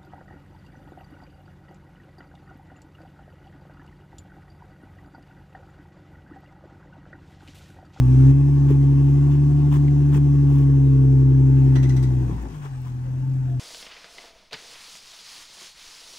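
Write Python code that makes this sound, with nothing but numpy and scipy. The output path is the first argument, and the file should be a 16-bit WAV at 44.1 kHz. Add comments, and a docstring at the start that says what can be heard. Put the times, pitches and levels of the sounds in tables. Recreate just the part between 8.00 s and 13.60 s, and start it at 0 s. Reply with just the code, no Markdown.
"""A six-cylinder off-road engine pulls at steady revs on a rocky forest slope, then falls to near idle.
The exhaust hums: sinusoids on the orders of the engine cycle, with turbulent rumble between them.
The block hisses and taps: coloured noise and valve impulses ring its resonant panels.
Tyres scuff and knock on rock: noise bursts and decaying sines. Metal chatters and squeals: filtered noise.
"""
import sys
import numpy as np
from scipy import signal
from scipy.fft import rfft, irfft, next_fast_len
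from scipy.io import wavfile
from scipy.ndimage import uniform_filter1d

SR = 44100
rng = np.random.default_rng(int(sys.argv[2]) if len(sys.argv) > 2 else 0)


def master_out(mix):
    """Clip the mix to full scale and print it as 16-bit PCM to the path in sys.argv[1]."""
    frames = np.transpose(np.atleast_2d(mix))
    ceiling = np.clip(frames, -1, 1)
    pcm = np.round(ceiling * 32767).astype(np.int16)
    wavfile.write(sys.argv[1], SR, pcm)


N = 246821
T = np.arange(N) / SR  # s


def gain_of(db):
    """Decibel law: amplitude ratio of a level."""
    return 10 ** (np.asarray(db) / 20)


def evened(x):
    """Normalisation to an rms of 1."""
    return x / np.sqrt(np.mean(x ** 2) + 1e-20)


def read(points, hz):
    """Frequency response, interpolated on a logarithmic frequency axis."""
    f, value = np.transpose(points)
    return np.interp(np.log(hz + 1), np.log(f + 1), value)


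def over_time(points, t=T):
    """Slow modulation, interpolated linearly in time."""
    return np.interp(t, *np.transpose(points))


def wander(hz):
    """Random modulation: low-pass noise of rms about 1, drawn every 64 samples."""
    drive = rng.standard_normal(N // 64 + 2)
    x = signal.lfilter([1], [1, -np.exp(-2 * np.pi * hz * 64 / SR)], drive)
    return np.interp(np.arange(N) / 64, np.arange(len(x)), evened(x))


def tilt(x, db_per_octave):
    """Spectral slope, pivoting near 2 kHz."""
    hz = np.fft.rfftfreq(x.shape[-1], 1 / SR)
    slope_db = db_per_octave * np.log2((hz + 300) / 2000)
    return irfft(rfft(x) * gain_of(slope_db), x.shape[-1])


def narrow(x, hz, width):
    """Resonance: a single mode of the given bandwidth, at rms 1."""
    return evened(signal.lfilter(*signal.iirpeak(hz, hz / width, SR), x))


def add(mix, s, sound, pan_db):
    """Superposition: adds the sound at s seconds, leaning left by pan_db."""
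    at = round(s * SR)
    mix[:, at:at + sound.shape[-1]] += sound * gain_of([[pan_db / 2], [-pan_db / 2]])


# Level difference of the two sides. Each row: frequency in Hz, left over right in dB.
SIDE_LEVEL = [(60, 3), (110, -0.5), (200, 6), (380, 3), (700, 8), (1290, 3), (2380, -0.5), (4400, 8),
              (8120, 5), (15000, -6)]


def side_level_db(hz):
    """Interaural level difference as a function of frequency."""
    return read(SIDE_LEVEL, hz)


# Phase difference of the two sides. Each row: frequency in Hz, lead of the left in radians.
SIDE_PHASE = [(60, -1), (400, 0.5), (750, 2), (1100, 1.5), (2000, 8), (2800, 8), (5000, 8), (7500, 7.5),
              (8400, 8), (15000, -18.5)]
# Coherence of the two sides. Each row: frequency in Hz, left-right likeness from 0 to 1.
COHERENCE = [(60, .995), (300, .93), (600, .8), (1500, .66), (4000, .35), (10000, .7)]


def noise(shape_db, size, patchy_db):
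    """Partly coherent stereo noise: random short-time spectra coloured by shape_db(hz, t), at rms 1."""
    hop = size // 4
    hz, t = np.fft.rfftfreq(size, 1 / SR)[:, None], np.arange(N // hop + 5) * hop / SR
    a, b, c, d, patches = rng.standard_normal((len(t), len(hz), 5)).T
    patches = uniform_filter1d(patches, size=9, axis=0)  # across frequency
    patches = evened(uniform_filter1d(patches, size=7, axis=1))  # across time
    left, stranger = a + 1j * b, c + 1j * d
    same = np.clip(read(COHERENCE, hz), 0, 1)
    shared = same * left * np.exp(-1j * read(SIDE_PHASE, hz))
    right = shared + np.sqrt(1 - same ** 2) * stranger
    lean = gain_of(side_level_db(hz) / 2)
    spectra = np.array([left * lean, right / lean]) * gain_of(shape_db(hz, t) + patchy_db * patches)
    return evened(signal.istft(spectra, nperseg=size, noverlap=size - hop)[1][:, :N])


# Engine speed. Each row: time in seconds, engine cycles per second.
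ENGINE_SPEED = [(0, 10.45), (.07, 10.51), (.4, 11.65), (.5, 11.78), (.76, 11.55), (1.04, 11.63),
                (1.32, 11.9), (1.6, 12.06), (1.88, 11.93), (2.16, 11.95), (2.72, 11.55), (3.0, 11.22),
                (3.28, 11.13), (3.6, 11.21), (4.05, 10.76), (4.28, 10.27), (4.45, 9.35), (4.55, 8.55),
                (4.66, 7.75), (4.76, 7.22), (4.9, 6.98), (5.03, 6.99), (5.31, 7.39), (5.6, 7.02)]


def engine_speed(t=T):
    """Rotation rate, from which every order takes its frequency."""
    return over_time(ENGINE_SPEED, t)


# Strength of the firing. Each row: time in seconds, change in dB before each source takes its share.
THROTTLE_CHANGE = [(0, 0), (.3, -0.5), (.55, -1.5), (1.6, -0.5), (2.5, -0.5), (3.0, -2), (3.72, -2),
                   (3.86, -3), (4.1, -4.5), (4.2, -3.5), (4.33, -15), (4.45, -17), (4.55, -20.5),
                   (4.65, -22.5), (4.68, -24.5), (4.7, -26.5), (4.73, -21), (4.84, -19), (4.95, -15),
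                   (5.2, -14.5), (5.4, -13.5), (5.6, -11.5)]


def throttle():
    """Load dependence: combustion weakens as the throttle closes."""
    return over_time(THROTTLE_CHANGE)


# Irregular firing off the throttle. Each row: time in seconds, spread in dB before shares.
STUMBLE_SPREAD = [(0, 0), (4.15, 0), (4.3, 2.5), (4.55, 2), (4.75, 1), (5.6, 1)]


def stumble():
    """Cycle-to-cycle variation: firing turns irregular off the throttle."""
    return over_time(STUMBLE_SPREAD)


# Level of the block hiss. Each row: time in seconds, level in dB.
HISS_LEVEL_DB = [(0, -47), (.3, -45), (.34, -46.5), (1.2, -45.5), (2.3, -46), (3.3, -48), (3.7, -45),
                 (4.2, -46), (4.55, -47), (4.8, -50.5), (5.6, -51)]
# Spectrum of the block hiss without its panels. Each row: frequency in Hz, relative density in dB per Hz.
HISS_SPECTRUM = [(300, -23), (500, -6.5), (650, -11), (800, -2.5), (1150, -9.5), (1220, -7.5),
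                 (1900, -13.5), (2300, -16.5), (2600, -15), (4300, -24.5), (6000, -22), (9500, -26.5),
                 (11800, -30.5), (16000, -28)]
# Ringing panels of the block. Each row: frequency in Hz, nominal width in Hz, nominal height in dB.
PANEL_MODES = [(724, 26, 13), (853, 26, 10), (960, 60, 5), (1118, 36, 9), (2030, 30, 6), (2560, 60, 4),
               (5900, 200, 3)]


def block(cycles):
    """Forced resonance: hiss of valves, fan and intake rings panels, puffing each firing and cycle."""
    def shape_db(hz, t):
        """Resonance curves of the panels over the broadband hiss."""
        rings = sum(db / (1 + (2 * (hz - f) / width) ** 2) for f, width, db in PANEL_MODES)
        shaking = np.clip(engine_speed(t) / 5.8 - 1.1, 0, 1)  # panels ring less at low speed
        return read(HISS_SPECTRUM, hz) + 1.16 * rings * shaking
    puffs = 1 + .14 * np.cos(2 * np.pi * 6 * cycles) + .06 * np.cos(2 * np.pi * cycles)
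    level_db = over_time(HISS_LEVEL_DB) + 0.1 * wander(9.0)
    return gain_of(level_db) * puffs * noise(shape_db, size=2048, patchy_db=2.0)


def tappets(cycles):
    """Impulse excitation: twelve valve taps a cycle, in a pattern of six, ring the lower panels."""
    tap = np.floor(12 * cycles).astype(int)
    # the pattern repeats every half cycle and differs by side
    pattern = np.sin(tap ** 2 * np.pi / 6 + np.array([[0], [1.]]))
    strength = gain_of(11 * pattern + .8 * wander(30.))
    taps = np.diff(tap, prepend=tap[0]) * strength
    rings = 0
    for hz, width, db in PANEL_MODES[:4]:
        once = narrow(taps, hz, 1.2 * width)
        rings = rings + gain_of(db / 2) * narrow(once, hz, 1.2 * width)
    return gain_of(-56 + 2.9 * throttle()) * evened(rings)


# Thin squeals and creaks. Each row: time of the middle in seconds, level in dB before the fade,
# half length in seconds, frequency in Hz, width in Hz.
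SQUEAL_EVENTS = [(0.196, -67, 0.16, 6100, 170), (1.881, -44.5, 0.011, 2040, 280),
                 (3.702, -54, 0.1, 550, 20), (4.761, -65, 0.085, 8100, 150), (5.09, -51, 0.056, 520, 23),
                 (5.165, -57, 0.075, 675, 15), (5.263, -53, 0.069, 887, 19), (5.269, -61, 0.095, 478, 13),
                 (5.354, -59, 0.046, 555, 16), (5.434, -55, 0.06, 905, 25), (5.52, -50.5, 0.085, 693, 11)]


def squeals():
    """Narrow-band noise: each squeal or creak is one sharp resonance, swelling and fading."""
    out = np.zeros((2, N))
    for s, db, half, hz, width in SQUEAL_EVENTS:
        n = round(2 * half * SR)
        ringing = narrow(rng.standard_normal((2, 4 * n)), hz, width)
        squeal = ringing[:, -n:] * np.hanning(n)  # the resonance has built up by then
        add(out, max(s - half, 0), gain_of(db) * squeal[:, :N - round((s - half) * SR)], 3.)
    return out


# Metal chattering as the wheel lets go. 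Each row: start in seconds, relative level in dB,
# brightness in dB per octave, left over right in dB.
CLANKS = [(3.754, -31, -8, -4), (3.828, -33, -7, 2), (3.89, -37.5, -4, 2.5), (3.963, -38.5, -3, 1),
          (4.027, -42, -1.5, 6), (4.103, -51, -15, 6)]
# Modes of the metal. Each row: nominal frequency in Hz, width in Hz, nominal level in dB,
# time to fall by 60 dB in seconds.
METAL_MODES = [(990, 130, 1, .07), (1480, 160, -7, .12), (1990, 110, -2, .19), (2650, 400, -8, .07),
               (3400, 600, -8, .1), (3950, 160, -13, .28), (4880, 260, -11, .15), (5850, 220, -5.5, .22),
               (7700, 600, -12, .12)]


def metal():
    """Modal excitation: a rattle of contacts drives broad modes, treble at once, low modes later."""
    t, out = T[:6000], np.zeros((2, N))
    for s, db, bright, pan_db in CLANKS:
        draw = rng.standard_normal((3, len(t)))
        rattle = draw[:2] + 0.3 * draw[2]  # partly common to both sides
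        sound = gain_of(-4) * rattle * (np.exp(-t / 0.009) + .2 * np.exp(-t / .08))
        for hz, width, mode_db, t60 in METAL_MODES:
            rise = (1 - np.exp(-t / (16.5 / hz))) ** 2
            decay = gain_of(-60 * t / t60) * (1 + 1.03 * np.exp(-t / 0.011))
            gain = gain_of(mode_db + 2 * rng.standard_normal())
            mode = narrow(rattle, hz * rng.uniform(.97, 1.03), width)
            sound = sound + gain * mode * rise * decay
        add(out, s, gain_of(db) * tilt(sound, bright), pan_db)
    return out


# Dull knocks through the body. Each row: start in seconds, level in dB before the soft onset, frequency in Hz.
KNOCKS = [(.703, -11.5, 408), (.706, -11.5, 327), (1.762, -29, 397), (2.138, -18, 189), (2.158, -21, 414),
          (4.125, -37, 328), (4.2, -21, 230), (4.207, -25.5, 315), (4.29, -30, 223), (4.293, -19.5, 304),
          (4.294, -32, 420), (4.325, -26, 151), (4.36, -31, 117.5), (4.42, -28.5, 226), (4.458, -27.5, 123),
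          (4.522, -39, 140), (4.65, -32, 410), (4.835, -43, 268)]


def knocks():
    """Damped oscillation: each knock is a soft-edged sine that falls 60 dB in 23.5 periods."""
    t, out = T[:8000], np.zeros((2, N))
    for s, db, hz in KNOCKS:
        onset = (1 - np.exp(-t / .0024)) ** 2
        ring = gain_of(db - 60 * t * hz / 23.5) * np.sin(2 * np.pi * hz * t) * onset
        add(out, s, ring, 2.6)
    return out


# Tyre lugs slipping on rock. Each row: time of the peak in seconds, level in dB before the fade,
# half length in seconds, brightness in dB per octave, left over right in dB.
SCUFF_EVENTS = [(0.617, -40, 0.0051, -4, 3), (0.699, -42.5, 0.031, 1, -5.5), (0.717, -48, 0.043, 1, -2),
                (1.33, -48.5, 0.063, 0, 5), (1.724, -37.5, 0.006, -10, 2), (1.747, -37.5, 0.058, 2, 1),
                (1.812, -51, 0.0246, -17.5, -4), (2.153, -36.5, 0.048, 1.5, 0.5),
                (2.179, -52.5, 0.015, 0, 2), (2.504, -41, 0.0072, -17, -2.5), (2.56, -45.5, 0.13, 3.5, 3.5),
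                (4.31, -49, 0.019, -3, -3), (4.388, -48, 0.027, -5, -7), (4.427, -37, .003, 7, -4),
                (4.462, -45, 0.03, -10, -2), (4.558, -55, 0.039, 1.5, 13), (4.653, -43.5, 0.057, 0, 1.5),
                (4.818, -37, 0.004, 11, 3), (4.869, -48.5, 0.064, 2, 2.5), (5.14, -55, .02, -3, 3)]
# Spectrum of a scuff before its brightness. Each row: frequency in Hz, relative density in dB per Hz.
SCUFF_SPECTRUM = [(350, -30.5), (600, -7), (1000, 9.5), (1500, -3), (2050, -5), (2550, -6.5), (3500, -9),
                  (3800, -21.5), (4500, -23), (6500, -18), (12000, -25.5), (16000, -13.5)]


def scuffs():
    """Frictional excitation: slipping lugs give soft-edged bursts of gritty noise."""
    grit = noise(lambda hz, t: read(SCUFF_SPECTRUM, hz) + 0 * t, size=256, patchy_db=2.5)
    grit, out = grit * gain_of(2.2 * wander(500.)), np.zeros((2, N))
    for s, db, half, bright, pan_db in SCUFF_EVENTS:
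        at, n = round((s - half) * SR), round(2 * half * SR)
        burst = evened(tilt(grit[:, at:at + n], bright)) * np.hanning(n)
        add(out, s - half, gain_of(db) * burst, pan_db)
    return out


# Spectrum of the exhaust rumble. Each row: frequency in Hz, relative density in dB per Hz.
RUMBLE_SPECTRUM = [(20, -32), (34, -24), (48, -22), (92, -17), (140, -6), (190, -15), (280, -16.5),
                   (400, -24), (480, -31.5), (600, -37), (800, -67)]


def rumble():
    """Turbulence noise: gas in the pipe sounds between the orders and swells when the firing stumbles."""
    level_db = -40 + 0.72 * throttle() + 7.5 * stumble()
    turbulence = noise(lambda hz, t: read(RUMBLE_SPECTRUM, hz) + 0 * t, size=2048, patchy_db=2.)
    return gain_of(level_db) * turbulence


# Weaker upper orders while the revs first climb. Each row: time in seconds, change in dB before shares.
CLIMB_CHANGE = [(0, -9.5), (.3, -3.5), (.45, -0.5), (5.6, 1)]


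def climb():
    """Spectral growth: the upper orders gain strength as the revs first climb."""
    return over_time(CLIMB_CHANGE)


# Orders that are multiples of the firing rate. Each entry: order, in periods per engine cycle.
FIRING_ORDERS = (6, 12, 18, 24, 36)
# Strength of each firing order. Each entry: relative level in dB before the silencer.
FIRING_LEVELS = [0.5, -1.7, 0, 0.5, -6.5]
# Each entry: share of the throttle change that the firing order follows.
THROTTLE_SHARES = [0.23, 0.49, 0.93, 2.88, 1.01]
# Each entry: share of the stumble that shakes the firing order.
STUMBLE_SHARES = [.1, .3, .4, .6, .5]
# Each entry: share of the climb change that the firing order follows.
CLIMB_SHARES = [0, 0, 2.1, 0.55, -0.3]
# Response of the silencer. Each row: frequency in Hz, gain in dB.
SILENCER_RESPONSE = [(40, -44), (49.5, -46), (53, -36), (57, -26), (72, -28.5), (85, -37), (105, -37),
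                     (117, -29), (124, -17), (134, -10.5), (145, -14), (157, -21), (170, -42), (186, -39),
                     (196, -36.5), (208, -52), (250, -28.5), (270, -20.5), (290, -28.5), (375, -51.5),
                     (400, -40), (440, -51.5)]


def firing_orders(cycles):
    """Harmonic series of the firing rate through the silencer, as (order, level in dB, start in turns)."""
    speed, orders = engine_speed(), []
    settings = zip(FIRING_ORDERS, FIRING_LEVELS, THROTTLE_SHARES, STUMBLE_SHARES, CLIMB_SHARES)
    for order, db, load, shaken, dip in settings:
        level_db = db + read(SILENCER_RESPONSE, order * speed) + load * throttle() + dip * climb()
        level_db = level_db + (0.14 + shaken * stumble()) * wander(26.0)
        if order == FIRING_ORDERS[0]:  # the lowest thumps unevenly below 8.3 cycles per s
            lope = .7 * np.cos(2 * np.pi * 2 * cycles) + .4 * np.cos(2 * np.pi * cycles)
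            lope = lope + .6 * wander(12.)
            level_db = level_db + 4.5 * lope * np.clip(8.3 - speed, 0, 1)
        orders.append((order, level_db, 0))
    return orders


# Weaker orders of the engine cycle. Each row: order in periods per cycle, relative level in dB
# before the pipe, dB gained per cycle/s of speed.
WEAKER_ORDERS = [(5, -57, -4.5), (7, -64.5, 0.5), (8, -53.5, 1), (9, -47.5, -1), (10, -59, 0),
                 (11, -62, -2.5), (13, -51.5, 0.5), (15, -37, 11), (16, -49, -10), (19, -51.5, -0.5),
                 (21, -38.5, 4), (23, -50.5, 14.5), (25, -42.5, -1.5), (26, -45, -6), (27, -44, -6),
                 (28, -64.5, 1), (29, -51.5, 2.5), (30, -39.5, -4.5), (31, -47.5, 0.5), (32, -46, -14),
                 (33, -49.5, -8.5), (34, -60.5, -0.5), (37, -66.5, -0.5), (38, -48.5, 1.5), (39, -42, -5.5),
                 (41, -52.5, -7.5), (45, -53, -3), (48, -48.5, 0.5)]
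# Response of the pipe to the weaker orders. Each row: frequency in Hz, gain in dB.
PIPE_RESPONSE = [(35, -2.5), (70, -9.5), (105, 2.5), (140, 7.5), (175, -13), (215, -12.5), (270, 7),
                 (310, 3), (355, 2), (395, -6), (440, 0), (470, -11.5), (540, -19)]


def weaker_orders():
    """Further orders of the engine cycle, nearly in step, so that they throb once a cycle."""
    speed, orders = engine_speed(), []
    for order, db, rise_db in WEAKER_ORDERS:
        level_db = db - 2 + rise_db * np.clip(speed - 11.6, -.5, .5)
        level_db = level_db + read(PIPE_RESPONSE, order * speed) + (order > 25.5) * climb()
        level_db = level_db + 1.2 * throttle()  # they fade faster than most of the firing orders
        level_db = level_db + 1.9 * wander(0.2) + stumble() * wander(7.2)
        start = .67 - .1 * order  # the throb trails the firing
        start = start + .7 * (29 <= order <= 34)  # this group swings against the throb
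        start = start + .3 * (order > 26) * (speed - 12)
        orders.append((order, level_db, start + .03 * rng.standard_normal()))
    return orders


# The car drifts left. Each row: time in seconds, left over right in dB.
CAR_DRIFT = [(0, -1), (.5, -2), (3, -1.5), (4.2, 0.5), (5.6, 0.5)]


def exhaust(cycles):
    """Order synthesis: sinusoids locked to the cycle waver in phase and reach the left side first."""
    speed, side, out = engine_speed(), np.array([[.5], [-.5]]), 0
    for order, level_db, start in firing_orders(cycles) + weaker_orders():
        lead = .00042 * order * speed * side  # arrival gap in s, as turns
        # the pipe delays high orders as the speed falls
        slip = .3 * np.clip(order / 12 - 1, 0, 1) * (speed - 12)
        waver = 0.0012 * np.sqrt(order) * wander(44.0)
        turns = order * cycles + lead + start + slip + waver
        pan_db = side_level_db(order * speed) + over_time(CAR_DRIFT)
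        amplitude = np.sqrt(2) * gain_of(level_db + 0.5 + side * pan_db)
        out = out + amplitude * np.cos(2 * np.pi * turns)
    return out


def scene():
    """Superposition of all sources; the engine's share one cycle count, the integral of its speed."""
    cycles = .62 + np.cumsum(engine_speed()) / SR  # starts part-way through a cycle
    engine = block(cycles) + tappets(cycles) + rumble() + exhaust(cycles)
    return engine + squeals() + metal() + knocks() + scuffs()


# Treble response with two deep dips. Each row: frequency in Hz, gain in dB.
TREBLE_RESPONSE = [(9500, -0.5), (9900, -3.5), (10200, -33.5), (10500, -2.5), (11500, 1.5), (13000, -1.5),
                   (13600, -21), (14300, -27.5), (14700, -10.5), (16000, -7)]


def record(dry):
    """Linear filtering: after an early 3 dB step down in level, the treble dips and the band is limited."""
    size = next_fast_len(N + 4096)
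    stepped = dry * gain_of(3 * np.clip(.5 - (T - .317) / .008, 0, 1))  # dB; step at .317 s
    response = gain_of(read(TREBLE_RESPONSE, np.fft.rfftfreq(size, 1 / SR)))
    coloured = irfft(rfft(stepped, size) * response, size)[:, :N]
    band_limit = signal.firwin(511, 15800, window=("kaiser", 9), fs=SR)  # edge in Hz
    return signal.oaconvolve(coloured, band_limit[None], "same")


dry = scene()
out = record(dry)
master_out(out)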